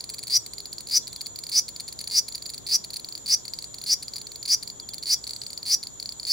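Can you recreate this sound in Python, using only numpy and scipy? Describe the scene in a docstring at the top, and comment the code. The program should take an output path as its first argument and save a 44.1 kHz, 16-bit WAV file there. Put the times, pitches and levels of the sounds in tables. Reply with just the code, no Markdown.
"""A cicada on a tree trunk

Close by, a cicada makes loose dry ticks and, every 0.6 s, a short rasp that speeds up, swells, rises
and stops. Each click is a ribbed tymbal buckling, ringing the air sac of the abdomen and snapping
back; a harder pull is louder and higher. The trees answer briefly. Far off, other cicadas whine and
birds chirp and coo over a faint outdoor rumble."""
import sys
import numpy as np
from scipy import signal
from scipy.fft import rfft, irfft, next_fast_len
from scipy.io import wavfile
from scipy.ndimage import map_coordinates

SR = 44100
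rng = np.random.default_rng(int(sys.argv[2]) if len(sys.argv) > 2 else 0)


def log_audio(samples):
    """Write samples as a 16-bit WAV file to the path given in sys.argv[1]."""
    # one column per channel
    frames = np.atleast_2d(samples).T
    # limit to full scale, then quantise
    limited = np.clip(frames, -1, 1)
    pcm = np.round(limited * 32767).astype(np.int16)
    wavfile.write(sys.argv[1], SR, pcm)


N = 278712
T = np.arange(N) / SR

# What muscular effort does. Each row: effort from 0 to 1, strokes per second, lag between the tymbals
# in seconds, tymbal pitch in Hz, air sac pitch in Hz, time constant in seconds, snap-back level in dB.
EFFORT = [(0, 102, .0044, 4410, 4670, 0.00055, -5.5), (.2, 130, 0.0028, 4620, 4860, 0.00049, -4.5),
          (.5, 156, .0028, 4650, 5140, 0.0012, -10.5), (1, 177, 0.0029, 5030, 5983, 0.0011, -15)]


def cicada(tick_gain_db=3.51, pitch_spread=0.011, tymbal_db=-11,
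           scrape_db=-28, effort_scrape_db=11, scrape_tau_s=0.0026, repeating_share=0.22,
           snap_delay_s=.0026, snap_jitter_s=.00022, snap_gain_db=-2.0,
           snap_scrape_db=-13, snap_tau_s=0.0011):
    """Driven resonance: a buckling tymbal rings the air sac, tuned above it, so that the two beat."""
    # Modes of buckling and snapping back. Each row: frequency in Hz, time constant in seconds, dB.
    buckle_modes = [(2080, 0.00025, -30.5), (3750, 0.00049, -76.5), (7350, .0002, -36)]
    snap_modes = [(4640, 0.0024, -8), (7800, 0.00024, -14), (9890, 0.00038, -2.5), (10000, 0.0011, -8),
                  (14600, .00025, -4.5), (15500, 0.00038, -1)]
    # Scrape of the ribs. Each row: frequency in Hz, relative spectral density in dB.
    rib_spectrum = [(1000, -37), (2200, -12), (3000, -36), (5000, 4), (7000, 3.5), (8500, 3.5), (10300, 8),
                    (12000, 0), (14000, 12), (16000, 6)]
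    # The small body radiates hardly any bass. Each row: frequency in Hz, gain in dB.
    radiation = [(300, -27), (1000, -14), (1550, -11.5), (2200, 1.5), (3000, -8.5), (3600, -5),
                 (4800, -0.5), (5300, -3), (5850, 4), (6500, 4.5), (9000, 0), (16000, -4.5)]
    click_samples = 400
    start, db, snap_db, effort, tuning = np.array(tick_strokes() + rasp_strokes()).T[:, :, None]
    _, _, tymbal_hz, sac_hz, tau, _ = read(EFFORT, effort)
    index = np.ceil(start * SR).astype(int) + np.arange(click_samples)
    t = index / SR - start
    tymbal_detune, sac_draw, snap_shift, snap_scatter_db = rng.standard_normal((4, len(start), 1))
    sac_detune = (tymbal_detune + sac_draw) / np.sqrt(2)
    tymbal_pole = 2j * np.pi * tymbal_hz * tuning * (1 + pitch_spread * tymbal_detune) - 1 / tau
    sac_pole = 2j * np.pi * sac_hz * tuning * (1 + pitch_spread * sac_detune) - 1 / tau
    # The driven sac swells and fades; the tymbal's own sound gives the click its sharp front.
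    tymbal = np.exp(tymbal_pole * t)
    sac = (tymbal - np.exp(sac_pole * t)) / (tymbal_pole - sac_pole + 1e-6)
    tone = sac / np.abs(sac).max(axis=1, keepdims=True) + amp(tymbal_db) * tymbal
    tone = tone.imag / np.abs(tone).max(axis=1, keepdims=True)
    # The same ribs scrape in every stroke, so part of their pattern repeats.
    ribs = np.sqrt(repeating_share) * noise(rib_spectrum, click_samples)
    ribs = ribs + np.sqrt(1 - repeating_share) * noise(rib_spectrum, t.shape)
    scrape = amp(scrape_db + effort_scrape_db * effort) * np.exp(-t / scrape_tau_s) * ribs
    buckle = tone + ring(buckle_modes, t) + scrape
    # The released tymbal springs back with a brighter, thinner click.
    since_snap = np.maximum(t - snap_delay_s - snap_jitter_s * snap_shift, 0)
    scrape_envelope = amp(snap_scrape_db) * (since_snap > 0) * np.exp(-since_snap / snap_tau_s)
    snap = ring(snap_modes, since_snap) + scrape_envelope * noise(rib_spectrum, t.shape)
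    snap *= amp(snap_db + snap_gain_db + snap_scatter_db)
    clicks = amp(db + tick_gain_db * (effort == 0)) * (buckle + snap)
    song = np.bincount(index.ravel(), clicks.ravel(), N)[:N]
    return filtered(song, lambda hz: amp(along(radiation, hz)))


def tick_strokes(usual_db=-25, usual_tuning=.982, octaves_per_db=.006,
                 spring_db=-27.8, fade_db_per_s=.5, second_db=1.2, second_snap_db=3.2):
    """Isolated impulses: one tymbal buckles, or both in quick succession."""
    # Ticks. Each row: start in seconds, relative level in dB, second tymbal's lag in seconds (0: none).
    ticks = [(.007, -23, 0), (.04, -25.5, 0), (.0919, -26.5, .007), (.1375, -30, .005),
             (.1832, -27.5, .007), (.2291, -28.5, .006), (.2703, -26.5, .009), (.4625, -26.5, 0),
             (.5344, -26.5, 0), (.5818, -24, 0), (.603, -25, 0), (.6561, -24, 0), (.7292, -23, 0),
             (.7825, -23, 0), (.8059, -28.5, 0), (.8708, -27.5, 0), (.8869, -28, 0), (.8974, -24.5, 0),
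             (1.071, -26, .007), (1.129, -27, 0), (1.1612, -24.5, 0), (1.209, -24, .005),
             (1.2607, -25, .006), (1.3592, -25.5, 0), (1.3881, -25, 0), (1.4371, -24, 0), (1.467, -25.5, 0),
             (1.4903, -28, .004), (1.6817, -26, .007), (1.7623, -24.5, 0), (1.7988, -24, .005),
             (1.8796, -26.5, .006), (1.9252, -27.5, 0), (1.9901, -22.5, 0), (2.0056, -27, .006),
             (2.0408, -26, 0), (2.0735, -23.5, .002), (2.0997, -26, 0), (2.282, -27, .004),
             (2.3233, -26.5, 0), (2.3488, -21.5, .005), (2.3797, -28, 0), (2.423, -25.5, 0),
             (2.4578, -25, .005), (2.4926, -27.5, .007), (2.5368, -26.5, .007), (2.5794, -25, 0),
             (2.6658, -24.5, .0035), (2.676, -25.5, 0), (2.841, -26.5, .005), (2.9039, -25.5, 0),
             (2.9334, -25, .007), (2.96, -22.5, .007), (2.9965, -29, 0), (3.0455, -23, 0), (3.0875, -26, 0),
             (3.124, -25.5, 0), (3.1521, -22.5, 0), (3.1774, -29, 0), (3.2601, -25, .0065),
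             (3.4525, -26, 0), (3.4804, -22.5, 0), (3.536, -19.5, 0), (3.5881, -21, 0), (3.6233, -27.5, 0),
             (3.6422, -24, 0), (3.7427, -26.5, 0), (3.7841, -27, 0), (3.8151, -26, 0), (3.8383, -25, 0),
             (4.0257, -26.5, .005), (4.0818, -22.5, 0), (4.1365, -22.5, 0), (4.1587, -23.5, .006),
             (4.182, -25.5, 0), (4.2147, -26.5, 0), (4.2692, -25.5, 0), (4.318, -28, 0), (4.3581, -25.5, 0),
             (4.4286, -23.5, 0), (4.454, -23, .005), (4.627, -25.5, .0045), (4.6758, -23.5, 0),
             (4.7006, -24, 0), (4.7992, -25, 0), (4.8892, -24.5, 0), (4.9353, -25.5, .007),
             (4.9814, -25.5, 0), (5.0268, -24.5, .007), (5.0575, -22.5, 0), (5.2406, -23, 0),
             (5.2685, -24.5, .006), (5.2934, -22.5, 0), (5.3081, -21.5, 0), (5.3339, -23, 0),
             (5.363, -23.5, 0), (5.4167, -21.5, 0), (5.436, -28, 0), (5.4653, -22.5, 0), (5.5034, -27.5, 0),
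             (5.531, -24.5, 0), (5.5763, -21, 0), (5.6297, -23, 0), (5.654, -27.5, 0), (5.8293, -24, .0055),
             (5.8702, -23, 0), (5.9996, -21.5, 0), (6.0267, -22.5, 0), (6.058, -21.5, 0),
             (6.0913, -20.5, 0), (6.1225, -25.5, 0), (6.1982, -22, 0), (6.231, -25, 0), (6.2511, -21, 0)]
    strokes = []
    for start, db, lag in ticks:
        # The snap-back is the tymbal's own spring: independent of the pull, slowly weakening.
        snap_db = spring_db - fade_db_per_s * start
        clicks = [(start, db, snap_db)]
        if lag > 0:
            clicks.append((start + lag, db + second_db, snap_db + second_snap_db))
        for at, level, snap_level in clicks:
            tuning = usual_tuning * 2 ** (octaves_per_db * (level - usual_db))
            strokes.append((at, level, snap_level - level, 0, tuning))  # zero effort
    return strokes


def rasp_strokes(usual_db=-6.3, usual_tuning=.978, octaves_per_db=.035,
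                 scatter_db=.4, jitter_s=.00009, leading_db=1.4):
    """An accelerating pulse train: the two tymbals take turns, faster as the effort grows."""
    # Rasps. Each row: start in seconds, end in seconds, relative level in dB.
    rasps = [(.298, .3726, -6.3), (.906, .979, -6), (1.513, 1.595, -5.5), (2.107, 2.1939, -6.1),
             (2.686, 2.7615, -6.5), (3.276, 3.3471, -6.1), (3.857, 3.9398, -6.5), (4.476, 4.5461, -6.1),
             (5.061, 5.1434, -6.8), (5.661, 5.7481, -6.5), (6.268, 6.342, -7)]
    # Course of a rasp. Each row: seconds before its end, effort from 0 to 1, gain in dB.
    course = [(0, .95, -3.5), (.006, 0.91, -2), (.016, .95, -3.85), (.026, 0.73, -4.5), (.038, 0.48, -7),
              (.052, .17, -13.5), (.068, 0.11, -14.5), (.09, 0, -14.5)]
    strokes = []
    for start, end, rasp_db in rasps:
        tuning = usual_tuning * 2 ** (octaves_per_db * (rasp_db - usual_db))
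        before_end = T[:int((end - start) * SR)]
        effort, course_db = read(course, before_end)
        rate, lag, _, _, _, snap_db = read(EFFORT, effort)
        whole_cycles = np.floor(np.cumsum(rate) / SR)
        for i in np.flatnonzero(np.diff(whole_cycles, prepend=-1)):
            for early, side_db in ((0, leading_db), (lag[i], 0)):
                at = end - before_end[i] - early + jitter_s * rng.normal()
                level = rasp_db + course_db[i] + side_db + scatter_db * rng.normal()
                if start < at < N / SR:
                    strokes.append((at, level, snap_db[i], effort[i], tuning))
    return strokes


def ring(modes, t, pitch_spread=0.029):
    """Free vibration: a sum of damped modes, a little different in pitch and strength for each click."""
    out = 0
    for hz, tau, db in modes:
        detune, strength = rng.standard_normal((2, len(t), 1))
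        envelope = amp(db + 2 * strength) * np.exp(-t / tau)
        out = out + envelope * np.sin(2 * np.pi * hz * (1 + pitch_spread * detune) * t)
    return out


def direct_path(song):
    """Stereo localisation: the song reaches the two microphone ports with unequal level and phase."""
    # Level difference. Each row: frequency in Hz, left minus right in dB.
    pan = [(3700, 0), (4300, -4.5), (4600, 1.8), (5300, 3), (5800, -2), (6200, 1), (8000, .6), (10000, 2.6),
           (15000, 1)]
    # Phase difference. Each row: frequency in Hz, lead of the left port in radians.
    lead = [(3900, 0), (4400, .8), (5000, .2), (5550, -.6), (6100, .3), (7200, -.1), (10000, -.3),
            (15000, -.45)]
    sides = np.array([[.5], [-.5]])
    return filtered(song, lambda hz: amp(sides * along(pan, hz)) * np.exp(1j * sides * along(lead, hz)))


def trees(x, near_db=-7.5, near_t60_s=0.047, far_db=-14.0, far_t60_s=0.2, sections=21):
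    """Scattering: bark and nearby leaves answer at once, the grove behind a little longer."""
    t = T[:SR // 4]
    out = np.zeros((2, N + SR))
    decays = [amp(db) * unit(amp(-60 * t / t60) * (t > .0005)) / np.sqrt(len(t))
              for db, t60 in ((near_db, near_t60_s), (far_db, far_t60_s))]
    for part in np.array_split(np.arange(N), sections):
        impulse_response = np.hypot(*decays) * rng.standard_normal((2, len(t)))
        echo = signal.fftconvolve(x[part][None], impulse_response, axes=1)
        out[:, part[0]:part[0] + echo.shape[1]] += echo
    return out[:, :N]


def far_cicadas(chorus_db=-54, waver_db=1.03, throb_db=4.5, throbs_per_s=17.4):
    """Incoherent summation: far singers merge into a chorus and a whine; single calls throb over it."""
    # The chorus. Each row: frequency in Hz, relative spectral density in dB.
    chorus = [(2600, -25), (3300, 0), (4200, 1), (4800, -7.5), (6200, 0.5), (7300, 4), (8200, -6),
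              (9000, -6.5), (10500, -7.5), (12000, -18), (14000, -4.5), (16000, -53)]
    # The steady whine. Each row: frequency in Hz, width in Hz, rms level in dB.
    whine = [(7070, 36, -49), (6990, 210, -48), (6820, 190, -57), (3350, 120, -70)]
    # Swelling calls. Each row: start and end in seconds, levels of the upper and lower band in dB.
    calls = [(.05, .61, -55, -63), (.9, 1.33, -59, -57), (3.38, 3.79, -57, -62), (4.1, 4.45, -64, -72),
             (5.17, 5.58, -51, -70), (6, 6.4, -58, -70)]
    # The two bands of a call. Each row: first frequency, last frequency and width, all in Hz.
    bands = [(7600, 8350, 600), (4150, 4050, 300)]
    out = amp(chorus_db + waver_db * wobble(3.47)) * noise(chorus, (2, N))
    for hz, width_hz, db in whine:
        out += amp(db + waver_db * wobble(3)) * narrowband(np.full(N, hz), width_hz)
    for start, end, *levels in calls:
        on = (T > start) & (T < end)
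        t = T[on] - start
        progress = t / (end - start)
        throb = amp(throb_db * np.sin(2 * np.pi * throbs_per_s * t))
        envelope = np.sqrt(np.sin(np.pi * progress)) * throb
        for db, (first_hz, last_hz, width_hz) in zip(levels, bands):
            glide_hz = first_hz + (last_hz - first_hz) * progress
            out[:, on] += amp(db) * envelope * narrowband(glide_hz, width_hz)
    return out


def far_birds(chirp_every_s=.075, chirp_s=.038, chirp_glide_hz=(3570, 3220),
              coo_first_s=-.03, coo_every_s=2.07, echo_db=5.5):
    """Reverberant field: far chirps and a slow, regular coo arrive mostly scattered by the trees."""
    # Runs of falling chirps. Each row: first and last onset in seconds, direct level in dB.
    chirp_runs = [(1.015, 1.237, -54.5), (4.815, 4.965, -52), (5.15, 5.15, -54)]
    # Notes of the coo. Each row: delay and length in seconds, pitch in Hz, direct level in dB.
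    coo = [(0, .31, 428, -61.5), (.46, .33, 400, -64)]
    notes = np.zeros(N)
    for first, last, db in chirp_runs:
        for start in np.arange(first, last + chirp_every_s / 2, chirp_every_s):
            notes += amp(db) * whistle(start, chirp_s, *chirp_glide_hz, waver=.015)
    for phrase in np.arange(coo_first_s, N / SR - coo_every_s / 2, coo_every_s):
        for delay, length, hz, db in coo:
            notes += amp(db) * whistle(phrase + delay, length, hz, hz, waver=.009)
    return notes + amp(echo_db) * trees(notes, sections=1)


def whistle(start, length, first_hz, last_hz, waver):
    """Frequency modulation: a pure tone glides and wavers as it swells and fades."""
    progress = np.clip((T - start) / length, 0, 1)
    hz = (first_hz + (last_hz - first_hz) * progress) * (1 + waver * wobble(25))
    return np.sin(np.pi * progress) * np.sin(2 * np.pi * np.cumsum(hz) / SR)


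def outdoors(mid_db=-55.0, side_db=-54, waver_db=0.1,
             bump_s=0.397, bump_width_s=0.031, bump_hz=112, bump_db=-51):
    """Ambient noise: a faint rumble, nearly uncorrelated at the ports, with drones and one soft bump."""
    # The rumble. Each row: frequency in Hz, relative spectral density in dB.
    rumble = [(20, -11), (42, -7), (58, -5), (75, -2.5), (118, -1), (170, -3), (420, -6.5), (700, -11),
              (1000, -13.5), (1600, -19), (2800, -28.5), (6000, -59)]
    # Steady drones. Each row: frequency in Hz, width in Hz, rms level in dB.
    drones = [(57.8, 10, -66), (118, 24, -66.5), (989, 40, -74.5)]
    mid, side = noise(rumble, (2, N)) * amp([[mid_db], [side_db]]) * amp(waver_db * wobble(3.6))
    for hz, width_hz, db in drones:
        mid += amp(db) * narrowband(np.full(N, hz), width_hz)[0]
    bump_envelope = amp(bump_db) * np.exp(-((T - bump_s) / bump_width_s) ** 2)
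    mid += bump_envelope * np.sin(2 * np.pi * bump_hz * T)
    return np.array([mid + side, mid - side])


def amp(db):
    """Amplitude ratio of a level in decibels."""
    return 10 ** (np.asarray(db) / 20)


def unit(x):
    """Normalisation to rms 1."""
    return x / np.sqrt(np.mean(np.abs(x) ** 2) + 1e-20)


def along(points, hz):
    """Interpolation of (Hz, value) points on a logarithmic frequency axis."""
    point_hz, values = np.transpose(points)
    return np.interp(np.log(hz + 1), np.log(point_hz + 1), values)


def read(rows, at):
    """Linear interpolation of every further column at the given values of the first."""
    key, *columns = np.transpose(rows)
    return [np.interp(at, key, column) for column in columns]


def filtered(x, response):
    """Linear filtering: the spectrum of x times a frequency response."""
    n = x.shape[-1]
    padded = next_fast_len(n + min(n, SR // 2))
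    spectrum = rfft(x, padded) * response(np.fft.rfftfreq(padded, 1 / SR))
    return irfft(spectrum, padded)[..., :n]


def noise(spectrum, shape):
    """Spectral shaping: coloured noise of rms 1."""
    return unit(filtered(rng.standard_normal(shape), lambda hz: amp(along(spectrum, hz))))


def wobble(knots_per_s):
    """Slow fluctuation: a smooth curve through random knots."""
    knots = rng.standard_normal(int(N * knots_per_s / SR) + 4)
    return map_coordinates(knots, [T * knots_per_s])


def narrowband(hz, width_hz):
    """Random quadrature modulation: a stereo noise band of rms 1 along a pitch curve."""
    knots = rng.standard_normal((2, 2, int(len(hz) * width_hz * 2 / SR) + 4))
    at = np.arange(len(hz)) * width_hz * 1.3 / SR
    phase = 2 * np.pi * np.cumsum(hz) / SR
    channels = [map_coordinates(a, [at]) * np.cos(phase) + map_coordinates(b, [at]) * np.sin(phase)
                for a, b in knots]
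    return unit(np.array(channels))


def scene():
    """Superposition of the near singer, its echo in the trees and the background."""
    song = cicada()
    return direct_path(song) + trees(song) + far_cicadas() + far_birds() + outdoors()


def record(dry):
    """Band limiting: a steep low-pass removes the highest treble."""
    cutoff_hz, transition_hz = 15850, 200
    return filtered(dry, lambda hz: np.clip((cutoff_hz - hz) / transition_hz + .5, 0, 1))


dry = scene()
out = record(dry)
log_audio(out)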